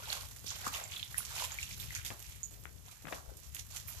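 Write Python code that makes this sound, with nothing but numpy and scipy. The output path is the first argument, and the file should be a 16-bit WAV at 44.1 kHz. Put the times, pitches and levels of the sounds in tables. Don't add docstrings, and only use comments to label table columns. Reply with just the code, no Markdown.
import sys
import numpy as np
from scipy import signal
from scipy.fft import rfft, irfft
from scipy.io import wavfile
from scipy.ndimage import uniform_filter1d

SR = 44100
rng = np.random.default_rng(int(sys.argv[2]) if len(sys.argv) > 2 else 0)


def put_to_file(sound):
    columns = np.atleast_2d(sound).T
    safe = np.clip(columns, -1, 1)
    whole_steps = np.round(safe * 32767)
    wavfile.write(sys.argv[1], SR, whole_steps.astype(np.int16))


N = 176400

# t/s, level/dB (all table levels are relative)
AIR_LEVEL = [(0, -47.5), (.6, -48), (.85, -50), (1.3, -48), (1.55, -49.5), (1.85, -41.5), (2.2, -50.5),
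             (2.7, -47.5), (3, -53.5), (3.7, -48)]
# f/Hz, gain/dB
AIR_SPECTRUM = [(20, -26), (36, -19), (52, -2.5), (75, -0.5), (110, -3.5), (230, -21.5), (400, -35),
                (2000, -83)]
# t/s, level/dB
SEEP_LEVEL = [(0, -49), (1.1, -48.5), (1.7, -49.5), (2.2, -51), (2.72, -55), (4, -53)]
# f/Hz, gain/dB
SEEP_SPECTRUM = [(400, -1.5), (1800, -3), (4500, -4), (8000, 0)]
CHIRP_TIMES_S = [2.44, 2.51, 2.58]
# f/Hz, T60/s
THICKET_T60 = [(200, 0.17), (8000, 0.17)]
# t/s, level/dB, f/Hz
FOOT_THUDS = [(2.10, -39, 103), (3.046, -41, 148), (3.278, -38, 61)]
# t/s, level/dB, cutoff/Hz, decay/s, left minus right/dB
KNOCKS = [(0.444, -43, 780, 0.0013, 17), (.672, -32, 600, 0.0015, 17),
          (2.1042, -25.5, 3500, 0.00047, 7.5), (2.108, -46, 1150, 0.03, 11),
          (2.655, -33.5, 2460, 0.00078, 18.5), (3.043, -44, 287, 0.036, 6.5),
          (3.053, -41, 2640, 0.0027, 17), (3.07, -37.5, 3330, 0.0032, 10.5),
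          (3.083, -39.5, 2740, 0.0071, 8), (3.1246, -31, 2660, 0.0062, 8),
          (3.127, -43.5, 403, 0.04, 2)]
# t/s, level/dB, f/Hz, width/oct, decay/s, echo/dB
TWIG_SNAPS = [(.287, -37, 9500, 0.91, 0.0025, -4), (1.1818, -11, 9830, 0.08, 0.0013, -5),
              (1.178, -28, 13500, .25, .008, 0), (1.450, -25, 7340, 0.76, 0.0014, -8),
              (1.519, -32, 7000, 0.15, 0.0027, -1), (1.628, -30, 6900, 0.15, 0.0038, -11),
              (1.80, -30, 12500, 0.27, 0.0018, 5), (1.951, -22.5, 6060, 0.55, 0.0014, -0.5),
              (2.049, -28.5, 7050, 2, 0.0031, 2.5), (2.226, -34, 9900, 1.5, 0.0023, -7),
              (3.37, -37.5, 9900, 0.38, 0.0041, -5), (2.4316, -28.5, 6830, .07, 0.003, 2),
              (3.548, -25, 11000, 0.52, 0.0021, -4), (3.566, -33.5, 2430, 0.3, 0.0018, -13),
              (3.876, -37.5, 12600, 0.34, 0.022, 5.5)]
# t/s, level/dB, f/Hz, decay/s, left minus right/dB
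BUBBLE_POPS = [(.102, -28, 4050, 0.0021, -8.5), (.123, -27.5, 3240, 0.00084, -11),
               (.467, -31.5, 5400, 0.0014, -4), (.486, -24, 5340, .001, 6.5),
               (0.6671, -23.5, 1153, 0.0023, 5.5), (0.742, -31, 2770, 0.0019, -5),
               (.751, -25.5, 3320, .0007, 0), (.839, -26, 6940, 0.0014, 4), (0.968, -33, 3250, 0.0034, 0.5),
               (1.029, -20.5, 3340, 0.00083, -6.5), (1.144, -26.5, 1740, 0.0016, 3),
               (1.205, -35.5, 1300, 0.0021, 5), (1.382, -23, 2320, 0.00072, 4),
               (1.422, -29.5, 906, 0.0024, 7), (1.449, -30, 2550, 0.00067, 2),
               (1.5866, -26.5, 2170, 0.0029, 0.5), (1.629, -29.5, 2580, 0.0022, 1),
               (1.711, -33.5, 2180, 0.0016, 0), (1.800, -36.5, 3470, .002, -8),
               (1.906, -34.5, 1920, 0.0029, 4.5), (1.950, -27, 2600, 0.00055, 1),
               (3.1268, -34.5, 600, 0.0046, 4)]
# t/s, rise/s, 20 dB fall/s (sign unused), gurgle/dB, crackle/dB, crackle f/Hz, spray/dB
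PRESSES_AND_RUSTLE = [(-.05, 0.042, 0.15, -48, -53.5, 2980, -46.5),
                      (.025, 0.091, 0.17, -44, -41, 3250, -40.5), (.456, .016, 0.23, -79, -39.5, 4400, -45),
                      (0.499, 0.019, 0.3, -51.5, -50, 2370, -56.5),
                      (.622, .045, 0.1, -43.5, -42.5, 1310, -40),
                      (.70, 0.038, 0.2, -45.5, -42, 2620, -39.5), (.77, 0.02, 0.13, -61, -46, 750, -60),
                      (.88, 0.056, 0.2, -59.5, -42.5, 3020, -45),
                      (1.15, 0.035, 0.12, -55, -48.5, 2300, -37),
                      (1.272, 0.052, 0.08, -50.5, -68, 2720, -45.5),
                      (1.29, 0.11, .18, -44.5, -41.5, 3200, -34.5), (1.48, 0.044, .07, -49, -46, 2630, -49),
                      (1.55, 0.064, 0.14, -81, -44.5, 2510, -40), (1.689, 0.021, 0.1, -69, -48, 4000, -47),
                      (1.792, 0.016, 0.24, -70, -49, 3300, -44.5),
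                      (1.88, 0.086, 0.15, -68, -45.5, 2140, -45.5),
                      (2.043, 0.01, .15, -67, -52.5, 2780, -39.5),
                      (2.10, 0.013, -0.03, -56, -44, 1000, -73),
                      (2.179, .13, 0.15, -68, -54.5, 2540, -50.5), (2.45, .15, 0.5, -72, -62, 420, -61),
                      (2.839, 0.048, 0.27, -61, -60.5, 2205, -55),
                      (3.04, 0.047, -0.18, -56, -49.5, 677, -50.5),
                      (3.117, 0.012, 0.13, -48, -47, 924, -43.5),
                      (3.231, 0.062, 0.15, -62.5, -53, 440, -57.5),
                      (3.372, 0.057, -0.4, -68.5, -70, 5700, -54.5),
                      (3.539, 0.011, 0.07, -69, -51, 2300, -44), (3.569, .025, 0.05, -73, -57, 4900, -42),
                      (3.70, .045, 0.12, -55, -49, 4500, -41.5), (3.85, 0.036, 0.16, -57, -54.5, 2250, -47),
                      (3.92, 0.061, -1.5, -59.5, -62, 3940, -48)]
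# f/Hz, gain/dB
GURGLE_SPECTRUM = [(100, -22), (400, -11), (620, -2), (1100, 2.5), (2000, -0.5), (4000, -22)]
# f/Hz, gain/dB
SPRAY_SPECTRUM = [(500, -10), (2500, 1.5), (4500, 0), (12000, 0), (15000, -5)]
# f/Hz, gain/dB
LEFT_RESPONSE = [(60, -1.5), (3400, -1.5), (4300, -4.5), (5000, -18.5), (6400, -23), (7500, -46),
                 (8300, -25), (9500, -14.5), (11000, -13.5), (12500, -21.5), (15000, -25)]
# f/Hz, gain/dB
RIGHT_RESPONSE = [(60, -24), (180, -24.5), (270, -7.5), (400, -4), (800, -3), (1600, -3.5), (3000, 0),
                  (5200, 0.5), (7000, 3.5), (8500, -2.5), (10200, -2.5), (12000, 3.5), (14500, -5)]


def amp(db):
    return 10 ** (np.asarray(db) / 20)


def unit_rms(x):
    return x / np.sqrt(np.mean(x ** 2) + 1e-20)


def at_hz(table, hz):
    f, value = np.transpose(table)
    return np.interp(np.log(hz + 1), np.log(f), value)


def envelope(table):
    return amp(np.interp(np.arange(N) / SR, *np.transpose(table)))


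def add(mix, start_s, sound):
    part = mix[:, max(round(start_s * SR), 0):][:, :sound.shape[1]]
    part += sound[:, :part.shape[1]]


def panned(sound, pan_db, lag_s=.00022, centre_db=6):
    lag = round(lag_s * SR * np.clip(1 - pan_db / centre_db, -1, 1.2))
    left, right = max(lag, 0), max(-lag, 0)
    return np.array([np.pad(sound, (left, right)) * amp(pan_db / 2),
                     np.pad(sound, (right, left)) * amp(-pan_db / 2)])


def min_phase(shape_db, size=4096):
    hz = abs(np.fft.fftfreq(size, 1 / SR))
    log_gain = np.log(amp(np.maximum(shape_db(hz), -100)))
    return np.fft.ifft(np.exp(np.conj(signal.hilbert(log_gain)))).real[:size // 2]


def filtered(x, spectrum):
    response = min_phase(lambda hz: at_hz(spectrum, hz))
    return signal.oaconvolve(np.atleast_2d(x), response[None], axes=1)[:, :N]


def resonance(hz, width_oct):
    return lambda f: -20 * np.log10(1 + (np.log2((f + 1) / hz) / width_oct) ** 2 / 2)


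def click(shape_db, decay_s, size=6000):
    t = np.arange(size) / SR
    drive = rng.standard_normal(size) * np.exp(-t / decay_s) + 4 * (t == 0)
    sound = signal.fftconvolve(drive, min_phase(shape_db))[:size]
    return sound * np.sqrt(decay_s * SR / 4 / np.sum(sound ** 2))


def bubbles(low_hz, high_hz, cycles, spread_db, glide, hiss, count, size, lag_s=.00022, length=N):
    when, pitch, strength, ring, side, lag = rng.random((count, 6)).T[:, :, None]
    n = np.arange(size)
    hz = low_hz * (high_hz / low_hz) ** pitch
    life_cycles = cycles * 2 ** (2 * ring - 1)
    age = hz * n / SR / life_cycles
    turns = life_cycles * age * (1 + glide * np.minimum(age, 2))
    rings = np.exp(-age) * (1 - np.exp(-2 * age * life_cycles)) * np.sin(2 * np.pi * turns)
    level_db = spread_db * np.minimum(-np.log(strength + 1e-9), 4)
    rings *= amp(level_db) * np.sqrt(hz / life_cycles) * (1 - n / size)
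    out = np.zeros((2, length))
    for channel, sign in enumerate((-1, 1)):
        onset = (when * length - sign * lag * lag_s * SR).astype(int)
        pan = amp(sign * 10.1 * (side - .5))
        out[channel] = np.bincount(((onset + n) % length).ravel(), (rings * pan).ravel(), length)
    out = unit_rms(out) + hiss * rng.standard_normal((2, length))
    return out / np.sqrt(uniform_filter1d((out ** 2).mean(0), size=2400) + 1e-9)


def spits(rate_hz=24, decay_s=.008, depth=1.2):
    kicks = (rng.random(N) < rate_hz / SR) * np.minimum(rng.exponential(1, N), 2)
    return unit_rms(1 + depth * signal.lfilter([1], [1, -np.exp(-1 / (decay_s * SR))], kicks))


def air(correlation=.89):
    left, other = rng.standard_normal((2, N))
    right = correlation * left + np.sqrt(1 - correlation ** 2) * other
    gain = amp(at_hz(AIR_SPECTRUM, np.fft.rfftfreq(N, 1 / SR)))
    return envelope(AIR_LEVEL) * unit_rms(irfft(rfft([left, right]) * gain, N))


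def seep():
    fizz = bubbles(4000, 14400, cycles=1, spread_db=6, glide=.011, hiss=1.96, count=6000, size=70)
    return envelope(SEEP_LEVEL) * unit_rms(filtered(fizz * spits(), SEEP_SPECTRUM))


def chirps(top_hz=13900, length_s=.055, level_db=-53, bend=.07):
    out, t = np.zeros((2, N)), np.arange(0, length_s, 1 / SR)
    arch = np.sin(np.pi * t / length_s)
    hz = top_hz * (1 - bend * (1 - arch))
    whistle = amp(level_db) * arch * np.sin(2 * np.pi * np.cumsum(hz) / SR)
    for start_s in CHIRP_TIMES_S:
        add(out, start_s, np.tile(whistle, (2, 1)))
    return out


def thicket(x, gap_s=.004, density=.15, size=20000):
    taps = rng.standard_normal((2, size)) * (rng.random((2, size)) < density)
    taps *= np.arange(size) / SR > gap_s
    hz, t, bands = signal.stft(taps, SR, nperseg=256)
    decay = amp(-60 * t / at_hz(THICKET_T60, hz)[:, None])
    tail = signal.istft(bands * decay, SR, nperseg=256)[1]
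    return signal.fftconvolve(x, tail / np.linalg.norm(tail, axis=1, keepdims=True), axes=1)[:, :N]


def knocking(low_cut_hz=150):
    out = np.zeros((2, N))
    for start_s, db, cutoff_hz, decay_s, pan_db in KNOCKS:
        def band_db(f):
            return -10 * np.log10((1 + (f / cutoff_hz) ** 6) * (1 + (low_cut_hz / (f + 1)) ** 2))
        add(out, start_s, panned(amp(db) * click(band_db, decay_s), pan_db))
    return out


def thuds(rise_s=.011):
    out, t = np.zeros((2, N)), np.arange(SR // 5) / SR
    pulse = t / rise_s * np.exp(1 - t / rise_s)
    for start_s, db, hz in FOOT_THUDS:
        add(out, start_s, panned(amp(db) * pulse * np.sin(2 * np.pi * hz * t), pan_db=1.5))
    return out


def snaps():
    direct, send = np.zeros((2, N)), np.zeros((2, N))
    for start_s, db, hz, width_oct, decay_s, echo_db in TWIG_SNAPS:
        crack = panned(amp(db) * click(resonance(hz, width_oct), decay_s), pan_db=0)
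        add(direct, start_s, crack)
        add(send, start_s, crack * amp(echo_db))
    return direct + thicket(send)


def pops(glide=.058, attack_s=.00024):
    out, t = np.zeros((2, N)), np.arange(1500) / SR
    for start_s, db, hz, decay_s, pan_db in BUBBLE_POPS:
        turns = np.cumsum(hz * (1 + glide * np.minimum(t / decay_s, 4))) / SR
        pulse = (1 - np.exp(-t / attack_s)) * np.exp(-t / decay_s)
        add(out, start_s, panned(amp(db) * pulse * np.sin(2 * np.pi * turns), pan_db))
    return out


def lurches(depth_db=2, step_s=.02):
    steps = rng.standard_normal(1000)
    return amp(depth_db * np.interp(np.arange(N) / SR / step_s, np.arange(len(steps)), steps))


def crackle(hz, pitch_ratio=1.61, width_oct=.89):
    stream = bubbles(hz / pitch_ratio, hz * pitch_ratio, cycles=2.54, spread_db=4, glide=.058,
                     hiss=.79, count=260, size=260, length=SR // 2)
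    pocket = min_phase(resonance(hz, width_oct))
    return unit_rms(signal.oaconvolve(stream, pocket[None], axes=1)[:, :SR // 2])


def squelches(swell_db=14):
    t, out = np.arange(N) / SR, np.zeros((2, N))
    gurgle_power, spray_power = np.zeros((2, N))
    for start_s, rise_s, fall_s, gurgle_db, crackle_db, hz, spray_db in PRESSES_AND_RUSTLE:
        past_peak_s = t - start_s - rise_s
        swell = amp(np.minimum(swell_db * past_peak_s / rise_s, -20 * past_peak_s / abs(fall_s)))
        swell *= np.clip(2 * (t - start_s) / rise_s + 1, 0, 1)
        gurgle_power += (amp(gurgle_db) * swell) ** 2
        spray_power += (amp(spray_db) * swell) ** 2
        onset_s = max(start_s - rise_s / 2, 0)
        gate = swell[round(onset_s * SR):][:SR // 2]
        add(out, onset_s, amp(crackle_db) * gate * crackle(hz)[:, :len(gate)])
    gurgle = bubbles(344, 1636, cycles=3.9, spread_db=2.5, glide=.033, hiss=.34, count=1500, size=900,
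                     lag_s=.000094)
    spray = bubbles(4400, 14400, cycles=.88, spread_db=3, glide=.03, hiss=.89, count=12000, size=90)
    yielding = lurches()
    out += np.sqrt(gurgle_power) * unit_rms(filtered(gurgle, GURGLE_SPECTRUM))
    out += np.sqrt(spray_power) * unit_rms(filtered(spray * spits(), SPRAY_SPECTRUM))
    return yielding * out


def scene():
    mud = amp(-1.5) * squelches() + amp(2) * pops()
    knocks = knocking()
    echo = thicket(amp(-7.5) * mud + amp(-8) * knocks)
    return mud + knocks + echo + snaps() + thuds() + chirps() + air() + seep()


def record(dry):
    heard = np.vstack([filtered(dry[0], LEFT_RESPONSE), filtered(dry[1], RIGHT_RESPONSE)])
    low_pass = signal.firwin(301, cutoff=14700, window=("kaiser", 9), fs=SR)
    return signal.oaconvolve(heard, low_pass[None], "same")


dry = scene()
out = record(dry)
put_to_file(out)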